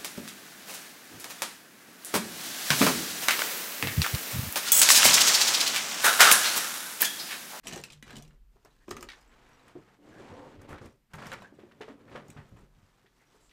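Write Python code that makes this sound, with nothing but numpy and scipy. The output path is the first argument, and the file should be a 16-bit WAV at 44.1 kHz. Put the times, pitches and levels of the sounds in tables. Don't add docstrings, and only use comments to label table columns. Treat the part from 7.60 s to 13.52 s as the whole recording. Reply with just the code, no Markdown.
import sys
import numpy as np
from scipy import signal
from scipy.fft import rfft, irfft, next_fast_len
from scipy.io import wavfile

SR = 44100
rng = np.random.default_rng(int(sys.argv[2]) if len(sys.argv) > 2 else 0)


def makeup_ratio(level_db):
    decades = np.asarray(level_db, float) / 20
    return 10 ** decades


def master_out(mix):
    frames = np.transpose(np.atleast_2d(mix))
    ceiling = np.clip(frames, -1, 1)
    pcm = np.round(ceiling * 32767).astype(np.int16)
    wavfile.write(sys.argv[1], SR, pcm)


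N = 261067


def rms_one(x):
    return x / np.sqrt(np.mean(x ** 2) + 1e-20)


def in_time(rows):
    s, *columns = np.transpose(rows)
    return [np.interp(np.arange(N) / SR, s, c) for c in columns]


def place(s, sound):
    i = round(s * SR)
    return slice(i, i + len(sound)), sound[:N - i]


def drift(rate_hz):
    r = np.exp(-80 * np.pi * rate_hz / SR)
    noise = rng.standard_normal(N // 40 + 2002)
    slow = signal.lfilter([1], [1, -2 * r, r * r], noise)[2000:]
    return np.interp(np.arange(N) / 40, np.arange(len(slow)), rms_one(slow))


def band(x, low_hz, high_hz, order=2):
    return signal.sosfilt(signal.butter(order, [low_hz, high_hz], "band", fs=SR, output="sos"), x)


def ring(clicks, hz, t60):
    r = makeup_ratio(-60 / (t60 * SR))
    w = 2 * np.pi * hz / SR
    return signal.lfilter([0, np.sin(w)], [1, -2 * r * np.cos(w), r * r], clicks + 1e-18)


def fade_out(t, t60):
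    return np.exp(-np.log(1000) * t / t60)


def width_t60(width_hz):
    return np.log(1000) / (np.pi * width_hz)


def grains(per_s, spread_db, clump_db):
    sizes = makeup_ratio(spread_db * np.minimum(rng.exponential(1, N), 5)) * rng.choice([-1, 1], N)
    chance = per_s * makeup_ratio(clump_db * drift(25)) / SR
    return sizes * (rng.random(N) < chance)


def scattered(slips, low_hz, high_hz, cycles, count):
    dealt = rng.integers(0, count, N)
    rings = sum(ring(slips * (dealt == k), hz, cycles / hz)
                for k, hz in enumerate(np.geomspace(low_hz, high_hz, count)))
    return rms_one(rings)


# (f/Hz, relative level/dB per Hz)
BACKGROUND_COLOUR = [(65, -32), (110, -7), (193, -12), (258, -16), (444, -27), (1950, -28.5),
                     (11000, -40.5), (14400, -36.5), (16000, -45)]


def room_tone():
    hz = np.maximum(np.fft.rfftfreq(N, 1 / SR), 1)
    points_hz, points_db = np.transpose(BACKGROUND_COLOUR)
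    colour = makeup_ratio(np.interp(np.log(hz), np.log(points_hz), points_db))
    return makeup_ratio(-75) * rms_one(irfft(rfft(rng.standard_normal(N)) * colour, N))


def room(x):
    t60_s, wall_cut_hz = 0.24, 5100
    size = next_fast_len(N + SR)
    turn = np.exp(-2j * np.pi * np.arange(size // 2 + 1) / size)
    dull = np.exp(-2 * np.pi * wall_cut_hz / SR)
    wall = (1 - dull) / (1 - dull * turn)
    echo = 0
    for k, lag in enumerate((rng.uniform(.006, .03, 10) * SR).astype(int)):
        loop = makeup_ratio(-60 * lag / SR / t60_s) * wall * turn ** lag
        echo = echo + (-1) ** k * loop / (1 - loop)
    return irfft(rfft(x, size) * echo, size)[:N]


# (t/s, sway level/dB, boom over the holder's note/dB)
DESK_MOTION = [(0.0, -64, -3), (.3, -70, 1.5), (.76, -58.5, 2), (1.1, -66.5, -0.5), (1.4, -60.5, -10),
               (1.7, -65, -3), (2.4, -80, 1), (2.75, -83, -8), (3.0, -63, -3.5), (3.3, -74, -3.5),
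               (3.7, -74, 4.5), (4.2, -81, -3), (4.65, -73, -1), (5.05, -61, 5), (5.4, -80, 0.5),
               (5.92, -72.5, -4)]


def shake():
    push = rng.standard_normal((2, N))
    slow = ring(ring(push[0], 25, 1.3), 25, 1.3)
    quick = ring(ring(push[1], 45, 0.14), 45, 0.14)
    sway_db, _ = in_time(DESK_MOTION)
    return makeup_ratio(sway_db) * (makeup_ratio(-5) * rms_one(slow) + rms_one(quick))


# (t/s, length/s, level/dB, f/Hz, width/Hz)
SINGING_RUBS = [(.11, 0.083, -50, 695, 83), (.28, .14, -60.5, 151, 14), (.46, 0.28, -57.5, 145, 14),
                (0.478, 0.15, -60.5, 700, 47), (1.201, 0.051, -70.5, 1780, 310), (1.29, 0.21, -65, 119, 38),
                (2.402, .3, -61, 560, 370), (2.413, 0.26, -58, 320, 34), (2.6, 0.32, -55.5, 880, 260),
                (2.718, 0.19, -51.5, 510, 33), (2.506, 0.11, -62.5, 1615, 70),
                (3.534, 0.021, -46.5, 1560, 810), (3.835, 0.03, -50, 1580, 134),
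                (5.582, 0.081, -71, 2030, 480), (5.801, 0.095, -71, 7500, 900)]


def rubs():
    out = np.zeros(N)
    for s, length, db, hz, width_hz in SINGING_RUBS:
        stroke = np.sin(np.linspace(0, np.pi, round(length * SR))) ** 0.59
        sung = ring(rng.standard_normal(SR // 2), hz, width_t60(width_hz))[-len(stroke):]
        where, part = place(s, makeup_ratio(db) * stroke * rms_one(sung))
        out[where] += part
    return out


# (f/Hz, width/Hz, relative level/dB)
DESK_AND_HOLDER = [(76, 53, -6.5), (104.2, 14, -1.5), (145, 12.3, 0), (193.8, 21, 1.5), (230, 12.2, 5),
                   (292.4, 23, 0), (380.7, 28, -1.5), (418, 88, -3), (560, 37, -3), (700, 120, -10)]


def body(x):
    return sum((-1) ** k * makeup_ratio(db) * np.sqrt(width) * ring(x, hz, width_t60(width))
               for k, (hz, width, db) in enumerate(DESK_AND_HOLDER))


# (t/s, relative level/dB, f/Hz, t60/s)
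SOFT_KNOCKS = [(0.055, -53, 665, 0.22), (0.128, -39, 168, 0.096), (0.165, -34.5, 363, 0.043),
               (0.427, -41, 230, 0.02), (0.501, -51.5, 148.5, 0.35), (0.533, -42.5, 220, 0.078),
               (0.571, -40, 224, 0.084), (0.958, -60, 400, 0.065), (1.047, -53, 404, 0.047),
               (1.283, -32, 342, 0.028), (1.309, -32.5, 385, 0.057), (1.316, -42.5, 100, 0.1),
               (1.326, -44, 382, 0.025), (1.367, -44, 352, 0.015), (1.426, -45, 348, 0.05),
               (2.153, -39.5, 298, 0.07), (2.16, -39, 368, 0.063), (2.189, -43.5, 357, 0.033),
               (2.388, -55.5, 294, 0.13), (2.699, -49.5, 95, 0.24), (2.971, -49, 92, 0.18),
               (3.105, -32, 172, 0.027), (3.124, -36, 74, 0.057), (3.212, -38, 122, 0.053),
               (3.251, -38.5, 119, 0.083), (3.538, -45, 73.5, 0.071), (3.539, -37.5, 140, 0.048),
               (3.563, -41.5, 132, 0.12), (3.625, -45, 184, 0.067), (3.719, -43.5, 518, 0.065),
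               (3.923, -48, 295, 0.07), (3.988, -44, 418, 0.033), (4.034, -42.5, 348, 0.041),
               (4.207, -36.5, 427, 0.074), (4.281, -35.5, 457, 0.037), (4.298, -39.5, 265, 0.07),
               (4.338, -47.5, 274, 0.11), (4.552, -35.5, 505, 0.057), (4.575, -41, 588, 0.058),
               (4.69, -41.5, 108, 0.084), (4.763, -36, 130, 0.048), (4.782, -41, 114, 0.12),
               (4.919, -39.5, 106.4, 0.091), (4.937, -42, 114, 0.13), (5.166, -55.5, 99, 0.1),
               (5.229, -52.5, 102, 0.14), (5.444, -63, 391, 0.13), (5.745, -57.5, 429, 0.12)]


def knocks():
    out, pushes, t = np.zeros(N), np.zeros(N), np.arange(SR // 2) / SR
    for s, level_db, hz, t60 in SOFT_KNOCKS:
        contact = 1 - np.exp(-t * hz / 0.32)
        puff = rms_one(band(rng.standard_normal(len(t)), .55 * hz, 1.9 * hz))
        note = np.sin(2 * np.pi * hz * t) + makeup_ratio(-8.5) * puff
        where, part = place(s, makeup_ratio(level_db + 2) * fade_out(t, t60) * contact * note)
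        out[where] += part
        pushes[where.start] = makeup_ratio(level_db)
    return out + makeup_ratio(-34) * body(pushes)


# (t/s, relative level/dB, centre f/Hz, relative treble level/dB, t60/s)
DULL_SCUFFS = [(0.034, -51, 1900, -59, 0.3), (0.968, -48.5, 950, -74, 0.02),
               (1.055, -44.5, 930, -92, 0.094), (1.885, -51, 1100, -65, 0.2),
               (2.079, -47, 1720, -49.5, 0.061), (2.19, -50, 894, -73, 0.13),
               (2.279, -54.5, 1150, -84, 0.17), (3.013, -43.5, 1300, -49.5, 0.097),
               (3.089, -39, 905, -53.5, 0.33), (3.127, -30, 740, -54, 0.12), (3.179, -36, 1540, -58, 0.053),
               (3.214, -38, 790, -71, 0.08), (3.256, -37.5, 1200, -45, 0.065),
               (3.299, -54, 883, -84, 0.078), (3.321, -75, 1230, -86, 0.078),
               (3.535, -33.5, 1480, -41, 0.067), (3.549, -39, 836, -49.5, 0.16),
               (3.58, -36, 1070, -60, 0.13), (3.619, -30, 1100, -53, 0.11),
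               (3.655, -34.5, 1630, -46, 0.091), (3.679, -38, 1150, -50, 0.062),
               (3.727, -25, 1400, -37.5, 0.066), (3.821, -41, 975, -49.5, 0.058),
               (3.989, -53, 1490, -75, 0.29), (4.113, -44.5, 1530, -62, 0.054),
               (4.21, -34.5, 1770, -58, 0.089), (4.282, -40, 1170, -69, 0.11), (4.388, -53, 883, -73, 0.1),
               (4.478, -51, 1180, -74, 0.23), (4.498, -63, 802, -57, 0.078), (4.53, -39, 820, -58, 0.045),
               (4.554, -30.5, 1220, -59, 0.084), (4.574, -47, 1080, -66, 0.12),
               (4.766, -38, 1070, -72, 0.14), (4.789, -45, 1010, -67, 0.11), (4.964, -48, 1130, -63, 0.11),
               (5.461, -49, 1850, -68, 0.048), (5.609, -61, 830, -71, 0.22), (5.749, -58, 1040, -66, 0.2)]


def scuffs():
    out, t = np.zeros(N), np.arange(SR // 3) / SR
    swell = 1 - np.exp(-t / 0.0039)
    for s, level_db, centre_hz, treble_db, t60 in DULL_SCUFFS:
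        strength_db = 3.5 * rng.standard_normal(len(t) // 60 + 1).repeat(60)[:len(t)]
        slips = rng.standard_normal(len(t)) * makeup_ratio(strength_db) * swell
        fade = fade_out(t, t60)
        scuff = makeup_ratio(level_db + 2.5) * band(slips * fade, 0.34 * centre_hz, 1.77 * centre_hz)
        scuff += makeup_ratio(level_db - 5) * ring((t == 0) * 1., centre_hz, 0.0086)
        scuff += makeup_ratio(treble_db + 3.5) * band(slips * fade ** 2, 2600, 8100, order=1)
        where, part = place(s, scuff)
        out[where] += part
    return out


# (f/Hz, relative level/dB, t60/s)
BARREL_MODES = [(1250, -11, .03), (1750, -12, .03), (2450, -7, .045), (2900, -7, .045), (3950, -8, .06),
                (5050, -11, .045), (5750, -8, .05), (7150, -11, .04), (7750, -10, .055), (8700, -14, .03),
                (10400, -14, .025), (11200, -18, .03)]
# (t/s, relative barrel level/dB, barrel f/Hz, relative tick level/dB, tick f/Hz)
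PEN_TOUCHES = [(0.07, -28, 3030, -36, 10200), (0.082, -34, 3180, -34.5, 6000),
               (0.092, -37, 2500, -55, 5740), (0.112, -36, 1770, -48, 5770), (0.125, -30, 2950, -48, 6460),
               (0.134, -31, 1810, -37.5, 6100), (0.16, -34, 810, -39.5, 6240),
               (0.176, -34.5, 1850, -42, 5740), (0.201, -46, 2000, -50, 8760),
               (0.238, -31.5, 2660, -37, 5330), (0.302, -39, 2540, -63, 5750),
               (0.322, -46, 4070, -54, 5000), (0.331, -42.5, 3160, -56, 5330),
               (0.426, -37, 1960, -46, 6340), (0.479, -40, 1550, -56, 5870), (0.496, -42, 1730, -69, 7440),
               (0.506, -37.5, 1580, -49.5, 5340), (0.529, -41, 1660, -58, 7280),
               (0.556, -40, 3000, -52, 5800), (0.567, -38, 3050, -44, 6840), (0.583, -47, 3500, -51, 6960),
               (0.624, -49.5, 3390, -48.5, 6000), (0.65, -53.5, 2780, -65, 4680),
               (0.678, -55, 2730, -60.5, 5600), (0.707, -55.5, 1450, -75, 6830),
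               (1.049, -47, 905, -54, 5570), (1.281, -37, 1060, -57, 5860), (1.292, -56, 850, -50, 6980),
               (1.308, -54, 1650, -39.5, 6600), (1.311, -26.5, 1193, -36, 5030),
               (1.367, -30.5, 1220, -41.5, 6300), (1.409, -41, 1100, -45, 5160),
               (1.427, -30, 1240, -38.5, 6940), (1.488, -29.5, 1890, -54, 6100),
               (1.5, -35, 2280, -66, 4500), (1.517, -36, 2170, -67, 4950), (1.533, -39, 1790, -63, 4600),
               (3.237, -57, 1490, -73, 6000), (3.535, -38.5, 1550, -55, 5360),
               (3.592, -41, 1090, -65, 4750), (3.668, -36, 1110, -44, 5400), (3.718, -28, 1590, -45, 7300),
               (3.735, -34, 1410, -46, 5730), (3.821, -37.5, 1010, -61, 5240), (4.683, -50, 830, -56, 6960),
               (4.702, -45.5, 2430, -45, 7920), (4.989, -54, 1010, -68, 7350),
               (5.894, -56, 2720, -78, 7330), (5.912, -51.5, 2010, -79, 7100)]


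def pen_clicks():
    gripped_s = 0.8
    loose_ring_db, held_ring_db = -18.5, -31
    out, t = np.zeros(N), np.arange(SR // 4) / SR
    touch = (t == 0) * 1.
    for s, barrel_db, barrel_hz, tick_db, tick_hz in PEN_TOUCHES:
        free_db = loose_ring_db if s < gripped_s else held_ring_db
        noise = rng.standard_normal(len(t))
        strength, detune = rng.standard_normal((2, len(BARREL_MODES)))
        crunch = noise * np.exp(-t / 0.00041)
        rustle = noise * fade_out(t, 0.057)
        low = ring(touch, barrel_hz, 0.036)
        low += makeup_ratio(6) * band(rustle, 0.59 * barrel_hz, 2.08 * barrel_hz)
        high = ring(touch, tick_hz, 0.0066)
        high += makeup_ratio(-5) * band(rustle, 5060, 9240)
        high += makeup_ratio(-5) * band(crunch, 4800, 15800)
        high += makeup_ratio(-14.5) * band(rustle, 8500, 14000)
        hit = makeup_ratio(barrel_db - 8) * low + makeup_ratio(tick_db + 5) * high
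        rough_touch = touch + makeup_ratio(-16) * rustle
        for (hz, db, t60), own_db, off in zip(BARREL_MODES, 1.5 * strength, 0.0316 * detune):
            driven_db = barrel_db if hz < 4500 else tick_db + 6.5
            hit += makeup_ratio(db + own_db + free_db + driven_db) * ring(rough_touch, hz * (1 + off), t60)
        where, part = place(s, hit)
        out[where] += part
    return out


def chatter():
    touches = grains(per_s=120, spread_db=4, clump_db=4.5)
    dealt = rng.integers(0, len(BARREL_MODES), N)
    rings = sum(makeup_ratio(db) * ring(touches * (dealt == k), hz, t60)
                for k, (hz, db, t60) in enumerate(BARREL_MODES))
    return rms_one(rings + makeup_ratio(4) * band(touches, 2500, 14000))


def stroke_shape(s, length):
    swell_share, let_go_t60_s = 0.26, 0.31
    t = np.arange(N) / SR - s
    swell = np.clip(t / (swell_share * length), 0, 1)
    return swell * makeup_ratio(-60 * np.clip(t - length, 0, 3) / let_go_t60_s)


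# (t/s, length/s, scrape level/dB, weight on the holder over the scrape/dB, brightness over the scrape/dB)
HAND_STROKES = [(0.03, 0.16, -55, 4.5, 0.5), (0.222, 0.096, -62.5, 0, -1), (0.434, 0.15, -59, 1, -5),
                (.62, 0.12, -73.5, 6, -10), (0.905, 0.09, -79, 1, -5.5), (0.99, 0.26, -73.5, 0, -3.5),
                (1.263, 0.18, -64.5, 13, -0.5), (1.469, 0.14, -63, -10, -7),
                (1.596, 0.51, -62.5, -4, -14.5), (2.024, 0.32, -66.5, -1, -12.5), (2.38, 0.52, -61, 6, -12),
                (2.554, 0.23, -58.5, 5.5, -21), (2.817, 0.24, -62.5, 9, -22.5),
                (3.071, 0.08, -54, 2.5, -20), (3.206, 0.053, -61.5, 10, -6),
                (3.492, 0.065, -67.5, -1.5, -13), (3.554, 0.15, -55.5, 2.5, -7.5),
                (3.64, 0.12, -53, -17, -12), (3.7, 0.14, -57, 1, -14.5), (3.877, 0.35, -70, 9, -12),
                (4.197, .12, -59.5, -5.5, -16.5), (4.34, 0.32, -66.5, 10, -15.5),
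                (4.505, 0.068, -53.5, 3, -21), (4.63, 0.25, -65.5, 3.5, -10),
                (4.904, 0.14, -68.5, 6.5, -9.5), (5.081, 0.35, -71, -4, -9),
                (5.409, 0.61, -73.5, -0.5, -3.5), (5.678, 0.17, -73.5, -12, -4.5)]


def rummage():
    s, length, level_db, weight_db, bright_db = np.transpose(HAND_STROKES)
    power = np.array([stroke_shape(*row) ** 2 for row in zip(s, length)])

    def pressure(db):
        return np.sqrt(makeup_ratio(db) ** 2 @ power)

    slips = grains(per_s=9000, spread_db=2.5, clump_db=2)
    thrum = body(slips)
    boom = rms_one(band(thrum, 71, 219))
    hollow = rms_one(band(thrum, 270, 552))
    scrape = scattered(slips, 846, 3420, cycles=4.3, count=16)
    rattle = scattered(band(slips, 2930, 9600), 2680, 7700, cycles=12, count=12)
    hiss = rms_one(band(slips, 9000, 18000))

    _, boom_db = in_time(DESK_MOTION)
    out = pressure(level_db + weight_db) * (hollow + makeup_ratio(boom_db) * boom)
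    out += pressure(level_db) * scrape
    out += pressure(level_db + bright_db) * (rattle + makeup_ratio(-5) * chatter())
    out += (pressure(level_db - 20.5 + 0.47 * bright_db) + makeup_ratio(-91)) * hiss
    return out


def scene():
    hits = pen_clicks() + scuffs() + knocks() + rubs()
    echo = makeup_ratio(-13.5) * room(hits)
    return (hits + echo + rummage() + shake() + room_tone())[None]


def band_limit(x):
    return signal.sosfilt(signal.butter(12, 16470, fs=SR, output="sos"), x)


def record(dry):
    low_pass = signal.cheby2(10, 60, 16500, fs=SR, output="sos")
    finished = signal.sosfilt(low_pass, dry)
    return band_limit(finished)


dry = scene()
out = record(dry)
master_out(out)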